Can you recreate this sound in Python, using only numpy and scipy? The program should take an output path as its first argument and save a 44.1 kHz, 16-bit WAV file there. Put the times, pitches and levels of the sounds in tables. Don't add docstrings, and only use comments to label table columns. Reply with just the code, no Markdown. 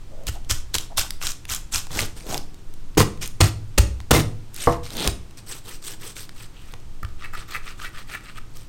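import sys
import numpy as np
from scipy import signal
from scipy.fft import rfft, irfft, next_fast_len
from scipy.io import wavfile
from scipy.ndimage import uniform_filter1d, minimum_filter1d

SR = 44100
rng = np.random.default_rng(int(sys.argv[2]) if len(sys.argv) > 2 else 0)


def bounce(signal):
    frames = np.transpose(np.atleast_2d(signal))
    limited = np.clip(frames, -1, 1)
    pcm = np.round(limited * 32767).astype(np.int16)
    wavfile.write(sys.argv[1], SR, pcm)


N = 382788
TIME = np.arange(N) / SR
TOP_HZ = 16000

# t/s, rise/s, fall/s, crackle/dB, flesh/dB, thud/dB
SCALING_STROKES = [(.268, .014, .02, -25.5, -35.5, -20), (.494, 0.011, .03, -17.5, -35.5, -19),
                   (.738, .012, .02, -19, -30.5, -28), (.969, 0.0082, .062, -17, -38, -29),
                   (1.208, 0.039, 0.097, -26.5, -45.5, -33), (1.483, 0.028, .08, -24.5, -43, -29),
                   (1.718, 0.034, .055, -21, -40.5, -29), (1.9, 0.1, .075, -26.5, -32, -29),
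                   (2.255, .06, .085, -33, -32.5, -38)]
# t/s, rise/s, fall/s, crackle/dB, flesh/dB
SLOW_CUTS = [(2.15, .02, .2, -46, -48), (3.208, .015, .055, -28.5, -37.5), (4.53, 0.1, .15, -33.5, -43),
             (4.828, .01, .1, -40, -58), (4.89, 0.18, .05, -30.5, -26)]
# f/Hz, level/dB
FLESH_SPECTRUM = [(60, -18), (150, 0), (330, -2.5), (700, -8), (1200, -12.5), (2000, -18), (5000, -28)]


def undb(db):
    return 10 ** (np.asarray(db) / 20)


def unit(x):
    return x / np.sqrt(np.mean(x ** 2) + 1e-18)


def add(track, s, x):
    i = max(int(s * SR), 0)
    track[i:i + len(x)] += x[:N - i]


def convolve(x, response):
    return signal.fftconvolve(x, response)[:N]


def on_log_axis(hz, points):
    at, value = np.transpose(points)
    return np.interp(np.log(hz + 1e-3), np.log(at), value)


def colour(points, size=2048):
    gain = undb(on_log_axis(np.fft.rfftfreq(size, 1 / SR), points))
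    cepstrum = irfft(np.log(gain))
    cepstrum[1:size // 2] *= 2
    cepstrum[size // 2 + 1:] = 0
    return unit(irfft(np.exp(rfft(cepstrum)))) / np.sqrt(size)


def noise(points):
    size = next_fast_len(N, real=True)
    gain = undb(on_log_axis(np.fft.rfftfreq(size, 1 / SR), points))
    return unit(irfft(rfft(rng.standard_normal(size)) * gain, size)[:N])


def resonate(x, hz, q):
    hz = min(hz, SR / 3)
    return signal.lfilter(*signal.iirpeak(hz, max(q, 3 * hz / SR), fs=SR), x)


def fade(t, t60):
    return np.exp(-np.log(1000) * t / t60)


def background(air_db=-49.5, hum_db=-52, hum_hz=107):
    air_spectrum = [(53, -32), (90, -3.5), (125, -2), (239, -11), (316, -9.5), (532, -20.5), (1210, -22),
                    (1870, -26.5), (2710, -26), (8720, -31.5), (10600, -39.5), (13700, -38), (16000, -47)]
    rumble_spectrum = [(3, -15), (8, 0.5), (14, -2), (25, -14.5), (45, -22.5), (100, -32.5), (200, -51),
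                       (500, -83)]
    handling = [(0, -29.5), (4.05, -30), (5.4, -37), (6.3, -37), (6.9, -29), (8.68, -34)]
    hum = undb(hum_db) * unit(resonate(rng.standard_normal(N), hum_hz, q=7.6))
    air = undb(air_db) * noise(air_spectrum)
    rumble = undb(np.interp(TIME, *np.transpose(handling))) * noise(rumble_spectrum)
    return air + hum + rumble


def kitchen(x, wet_db, build_s):
    decay_times = [(100, 0.63), (400, 0.42), (1500, 0.31), (5000, 0.31), (9000, 0.3), (15000, 0.19)]
    t = TIME[:SR // 2]
    spectrum, hz = rfft(rng.standard_normal(len(t))), np.fft.rfftfreq(len(t), 1 / SR)
    centres = np.array(decay_times)[:, 0]
    tail = np.zeros(len(t))
    for share, (_, t60) in zip(np.eye(len(centres)), decay_times):
        band = irfft(spectrum * on_log_axis(hz, np.c_[centres, share]), len(t))
        tail += band * fade(t, t60)
    tail *= 1 - np.exp(-(t / build_s) ** 2)
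    return x + undb(wet_db) * convolve(x, unit(tail) / np.sqrt(len(t)))


def ring(modes, detune=0., scatter_db=0.):
    t = TIME[:SR * 3 // 4]
    out = np.zeros(len(t))
    for k, (hz, db, t60) in enumerate(modes):
        place, load = rng.standard_normal(2)
        tone = np.sin(2 * np.pi * hz * (1 + detune * load) * t)
        out += (-1) ** k * undb(db + scatter_db * place) * fade(t, t60) * tone
    return out


def favour(modes, hz, db_per_octave=14, ring_share=1):
    return [(f, db - db_per_octave * abs(np.log2(f / hz)), t60 * ring_share) for f, db, t60 in modes]


def friction(strokes, column, per_s, spread_db, hiss, shape, catch_db, catch_s=.004):
    breaks = (rng.random(N) < per_s / SR) * rng.choice([-1, 1], N)
    sizes = undb(spread_db * np.minimum(rng.exponential(size=N), 4))
    grit = unit(breaks * sizes) + hiss * rng.standard_normal(N)
    grit *= undb(catch_db * unit(uniform_filter1d(rng.standard_normal(N), int(catch_s * SR))))
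    out = np.zeros(N)
    for stroke in strokes:
        start, rise, fall = stroke[:3]
        during = slice(int(start * SR), int((start + rise + fall) * SR))
        push = np.interp(TIME[during] - start, [0, rise, rise + fall], [0, 1, 0]) ** shape
        out[during] += undb(stroke[column]) * unit(push * grit[during]) * np.sqrt(np.mean(push ** 2))
    return out


def mottle(x, depth_db, hold_s, bands=14):
    size = next_fast_len(N, real=True)
    spectrum, hz = rfft(x, size), np.fft.rfftfreq(size, 1 / SR)
    centres = np.geomspace(1000, TOP_HZ, bands)
    out = np.zeros(N)
    for share in np.eye(bands):
        band = irfft(spectrum * on_log_axis(hz, np.c_[centres, share]), size)[:N]
        flare = unit(uniform_filter1d(rng.standard_normal(N), int(hold_s * SR)))
        out += band * unit(undb(depth_db * flare))
    return out


def squelches(jerks_per_s=900, q=2.3):
    skin_drags = [(0.036, 0.31, 540, -47.5), (0.332, .061, 720, -43), (.894, .053, 728, -42.5),
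                  (1.023, 0.057, 800, -43), (2.231, 0.055, 470, -41), (2.3, .09, 720, -32),
                  (4.94, 0.15, 3500, -29.5), (6.515, .14, 2900, -53)]
    out = np.zeros(N)
    jerks = rng.standard_normal(N) * (rng.random(N) < jerks_per_s / SR)
    for s, length, hz, db in skin_drags:
        drag = jerks[int(s * SR):int((s + length) * SR)]
        pitched = unit(resonate(resonate(drag, hz, q), hz, q))
        add(out, s, undb(db) * np.hanning(len(drag)) * pitched)
    return out


def to_and_fro(bout, push_db=1.5):
    bearing = [(5.46, -38.5, -47.5), (5.82, -37, -52), (6., -36, -46), (7.17, -58.5, -42.5),
               (7.32, -44.5, -36.5), (8.06, -45.5, -37), (8.21, -52, -41)]
    first, end, period, rise, fall = bout
    at, hiss_db, rasp_db = np.transpose(bearing)
    strokes = []
    for k, s in enumerate(np.arange(first, end, period)):
        accent_db = (-1) ** k * push_db
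        strokes.append((s, rise * period, fall * period,
                        np.interp(s, at, hiss_db) + accent_db, np.interp(s, at, rasp_db) + accent_db))
    return strokes


def sliding(sing=0.4, sing_hz=8400):
    # first push/s, end/s, period/s, rise/share, fall/share
    hissing_bout = (5.462, 6.1, .178, .3, .48)
    rasping_bout = (7.176, 8.3, .149, .46, .33)
    # t/s, rise/s, fall/s, hiss/dB, rasp/dB
    single_moves = [(5.369, 0.0096, 0.031, -44, -51), (6.153, .022, .087, -38, -49),
                    (6.34, .094, .041, -46.5, -47), (6.52, .195, .03, -55, -52),
                    (8.346, .037, 0.0077, -49, -40.5), (8.535, .025, .11, -49, -59)]
    # f/Hz, level/dB
    hiss_spectrum = [(180, -38.5), (300, -4), (343, -9), (379, -3), (462, -3), (634, -17), (870, -10),
                     (2440, -11), (3080, -8), (6100, -8), (6850, -12), (8220, -5.5), (10000, -16),
                     (12300, -13.5), (16000, -19)]
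    rasp_spectrum = [(240, -35), (400, -18.5), (700, -18), (1010, -14), (1260, 0.5), (1590, -8.5),
                     (1890, -4.5), (2070, -8), (2540, -6), (3760, -12.5), (4280, -12.5), (5490, -21),
                     (9000, -29), (11700, -47), (19800, -120)]
    strokes = to_and_fro(hissing_bout) + to_and_fro(rasping_bout) + single_moves
    hiss = friction(strokes, column=3, per_s=2200, spread_db=2, hiss=0.75, shape=0.54, catch_db=2.1)
    hiss += sing * resonate(hiss, sing_hz, q=29)
    rasp = friction(strokes, column=4, per_s=1000, spread_db=3.5, hiss=0.73, shape=0.92, catch_db=2.5)
    rubbing = convolve(hiss, colour(hiss_spectrum)) + convolve(rasp, colour(rasp_spectrum))
    return mottle(rubbing, depth_db=3, hold_s=.014)


def judders(slip_hz=400, grit=0.69, spread_db=4.4):
    slip_runs = [(7.029, .0041, 1220, -29), (7.238, .018, 1980, -34.5), (7.329, .027, 1220, -34.5),
                 (7.541, .027, 2010, -28.5), (7.845, .034, 2000, -37), (8.136, .018, 1850, -30),
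                 (8.377, .0085, 1290, -38.5)]
    damped_modes = [(1184, -2, 0.046), (1320, 10, 0.016), (1750, 4, 0.02), (1960, 5, 0.024),
                    (2340, 4.5, 0.017), (2610, 3.5, 0.028), (4280, -5, .01)]
    out, t = np.zeros(N), TIME[:SR // 12]
    for s, length, hz, db in slip_runs:
        one_slip = ring(favour(damped_modes, hz), detune=0.02)[:len(t)]
        one_slip += grit * rng.standard_normal(len(t)) * fade(t, t60=0.0061)
        slips = np.zeros(len(t))
        for at in np.arange(0, length, 1 / slip_hz):
            slips[int((at + rng.random() / slip_hz) * SR)] += undb(spread_db * rng.standard_normal())
        judder = unit(signal.fftconvolve(slips, one_slip)[:len(t)])
        add(out, s, undb(db) * judder * np.sqrt(length / t[-1]))
    return out


def chance_snaps(per_stroke=2, stray_ticks=26, spread_db=4, low_hz=1800, high_hz=10000):
    spans = per_stroke * [(s, rise + fall, min(db + 10, -22))
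                          for s, rise, fall, db, *_ in SCALING_STROKES + SLOW_CUTS]
    spans += stray_ticks * [(0.00037, TIME[-1], -39)]
    return [(s + when * length, db + spread_db * (2 * strength - 1), low_hz * (high_hz / low_hz) ** pitch)
            for (s, length, db), (when, strength, pitch) in zip(spans, rng.random((len(spans), 3)))]


def snaps(gain_db=1, low_hz=800, splinter_t60=0.0086, ping=0.3, ping_t60=0.014):
    clear_snaps = [(.7422, -9, 3280), (.7526, -5.5, 3340), (.7836, -11, 3890), (.9732, -12, 8560),
                   (1.1064, -15, 5000), (1.2156, -21, 1230), (1.269, -9, 3860), (1.453, -26, 2740),
                   (1.548, -13, 7740), (1.8692, -29, 1250), (1.991, -8, 2050), (2.0059, -11.5, 3300),
                   (2.3436, -12, 3530), (2.3781, -14, 5200), (4.0032, -25, 1070), (4.111, -4, 10500),
                   (4.563, -21, 7970), (4.6397, -16, 6240), (5.0753, -2, 3860), (6.076, -27, 7950),
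                   (6.1664, -24, 2310), (6.2927, -27, 2290), (6.7379, -27, 1500), (7.0493, -27, 1270),
                   (8.57, -29, 6000)]
    out, t = np.zeros(N), TIME[:SR // 40]
    low_cut = signal.butter(2, low_hz, "high", fs=SR, output="sos")
    for s, db, hz in clear_snaps + chance_snaps():
        splinters = rng.standard_normal(len(t)) * fade(t, splinter_t60)
        click = signal.sosfilt(low_cut, resonate(splinters, hz, q=0.82))
        tone = ping * fade(t, ping_t60) * np.sin(2 * np.pi * hz * t)
        add(out, s, undb(db + gain_db) * (click / np.abs(click).max() + tone))
    return out


def scraping(touch_s=.008, touch_db=-23, skim_rise_s=0.047, skim_fall_s=0.082, skim_db=-20.5):
    scale_spectrum = [(410, -28.5), (700, -9.5), (863, -7.5), (1500, 1), (1750, -4.5), (2020, -5),
                      (2370, -3), (3410, 1), (4670, -1.5), (5190, 1), (8100, 0.5), (10300, -8), (13100, -6),
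                      (16000, -16)]
    strokes = []
    for s, rise, fall, db, flesh_db, _ in SCALING_STROKES:
        strokes += [(s - touch_s, touch_s, rise, db + touch_db, flesh_db + touch_db),
                    (s, rise, fall, db, flesh_db),
                    (s + rise, skim_rise_s, skim_fall_s, db + skim_db, flesh_db + skim_db)]
    crackle = friction(strokes, column=3, per_s=1900, spread_db=2.8, hiss=0.38, shape=1.16, catch_db=1)
    flesh = friction(strokes, column=4, per_s=900, spread_db=3, hiss=0.42, shape=0.92, catch_db=2.5)
    crackle = mottle(crackle, depth_db=3.5, hold_s=.008)
    return convolve(crackle, colour(scale_spectrum)) + convolve(flesh, colour(FLESH_SPECTRUM))


def cutting(crack_fall_s=.014, crunch_lag_s=0.013, crunch_rise_s=0.019):
    # t/s, bite/s, crack/dB, crunch fall/s, crunch/dB, flesh over bone/dB
    chops = [(2.972, 0.0087, -16.5, .035, -20, 8.5), (3.402, 0.0096, -13, 0.069, -25.5, 1),
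             (3.777, .006, -12, .02, -36, 3), (4.108, .002, -5.5, 0.096, -22, 6.5)]
    bone_spectrum = [(530, -29), (900, -20), (1270, -4.5), (1570, -5.5), (1980, -5), (2750, -3.5),
                     (4900, -2.5), (8040, -6.5), (8730, -2), (10300, -16.5), (12900, -10.5), (15000, -26)]
    cuts = list(SLOW_CUTS)
    for s, bite, crack_db, crunch_fall, crunch_db, flesh_db in chops:
        cuts.append((s, bite, crack_fall_s, crack_db, crack_db + flesh_db))
        cuts.append((s + crunch_lag_s, crunch_rise_s, crunch_fall, crunch_db, crunch_db + flesh_db))
    crackle = friction(cuts, column=3, per_s=2400, spread_db=3.5, hiss=0.58, shape=0.88, catch_db=1.5)
    flesh = friction(cuts, column=4, per_s=1500, spread_db=2, hiss=0.47, shape=1.31, catch_db=2.5)
    crackle = mottle(crackle, depth_db=3.5, hold_s=.009)
    return convolve(crackle, colour(bone_spectrum)) + convolve(flesh, colour(FLESH_SPECTRUM))


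def shoves(hz=71.2, ring_share=0.39, board_offset_db=-22, blade_offset_db=-27):
    return [(s + rise / 2, hz, thud_db, ring_share, flesh_db + board_offset_db, db + blade_offset_db)
            for s, rise, _, db, flesh_db, thud_db in SCALING_STROKES]


def blows(knock_over_board_db=29):
    # t/s, thud f/Hz, thud/dB, counter's free ring/share, board/dB, blade/dB
    strikes = [(1.907, 140, -31, .4, -42, -51), (1.995, 100, -27, .5, -51, -37),
               (2.972, 290, -10, .24, -30, -47), (2.977, 100, -12, .45, -25, -26.5),
               (3.406, 101, -9.5, .7, -28, -24), (3.78, 68.7, -6, .45, -41, -41),
               (4.109, 70, -17.5, 1., -18, -29), (4.148, 172, -9, .96, -26, -32),
               (4.673, 140, -20.5, .7, -6.5, -45), (5.066, 66, -20, .55, -32, -52),
               (6.737, 111, -36, .22, -44, -65), (7.031, 71.6, -18.5, .25, -50, -59)]
    # f/Hz, level/dB, t60/s
    counter_modes = [(50.7, 9.5, 0.43), (67.3, 1.5, 0.49), (94.9, 2.5, .55), (108.84, -4.5, 0.88),
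                     (147, -2.5, 0.36), (239.7, -6.5, 0.36), (327.3, 3.5, 0.27)]
    board_modes = [(273, -16.5, 0.21), (327, -12, 0.24), (482.6, -2, 0.16), (571, -13, 0.18),
                   (687, -15, 0.3), (753, -3, 0.071), (905, -27.5, 0.15), (1044, -10.5, 0.2),
                   (1140, -7, 0.044)]
    blade_modes = [(1204, -6, 0.16), (1355, -15, 0.35), (1805, -1.5, 0.15), (1930, 0.5, 0.21),
                   (2100, -3, 0.16), (2540, -15, .2), (2950, -2, 0.14), (3460, -4, 0.094), (5017, -6, 0.17)]
    knock_spectrum = [(80, 9.5), (250, 0), (500, -3), (1150, 5), (1450, -8), (2100, -8.5), (2700, -39),
                      (8000, -36)]
    out, knock = np.zeros(N), colour(knock_spectrum)
    for s, hz, thud_db, ring_share, board_db, blade_db in strikes + shoves():
        thud = ring(favour(counter_modes, hz, ring_share=ring_share), detune=0.013)
        add(out, s, undb(thud_db) * thud)
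        add(out, s, undb(board_db) * ring(board_modes, detune=0.0074, scatter_db=-0.3))
        add(out, s, undb(board_db + knock_over_board_db) * knock)
        add(out, s, undb(blade_db) * ring(blade_modes, detune=0.0038, scatter_db=4.5))
    return out


def scene():
    blade_work = scraping() + cutting() + snaps() + sliding() + judders() + squelches()
    blade_work = kitchen(blade_work, wet_db=-13, build_s=.014)
    pounding = kitchen(blows(), wet_db=-12.5, build_s=0.0027)
    return (blade_work + pounding + background())[None]


def record(dry):
    needed_gain = 1 / np.maximum(np.abs(dry), 1)
    gain = uniform_filter1d(minimum_filter1d(needed_gain, size=129), size=129)
    top_cut = signal.ellip(8, .2, 70, TOP_HZ, fs=SR, output="sos")
    return signal.sosfilt(top_cut, dry * gain)


dry = scene()
out = record(dry)
bounce(out)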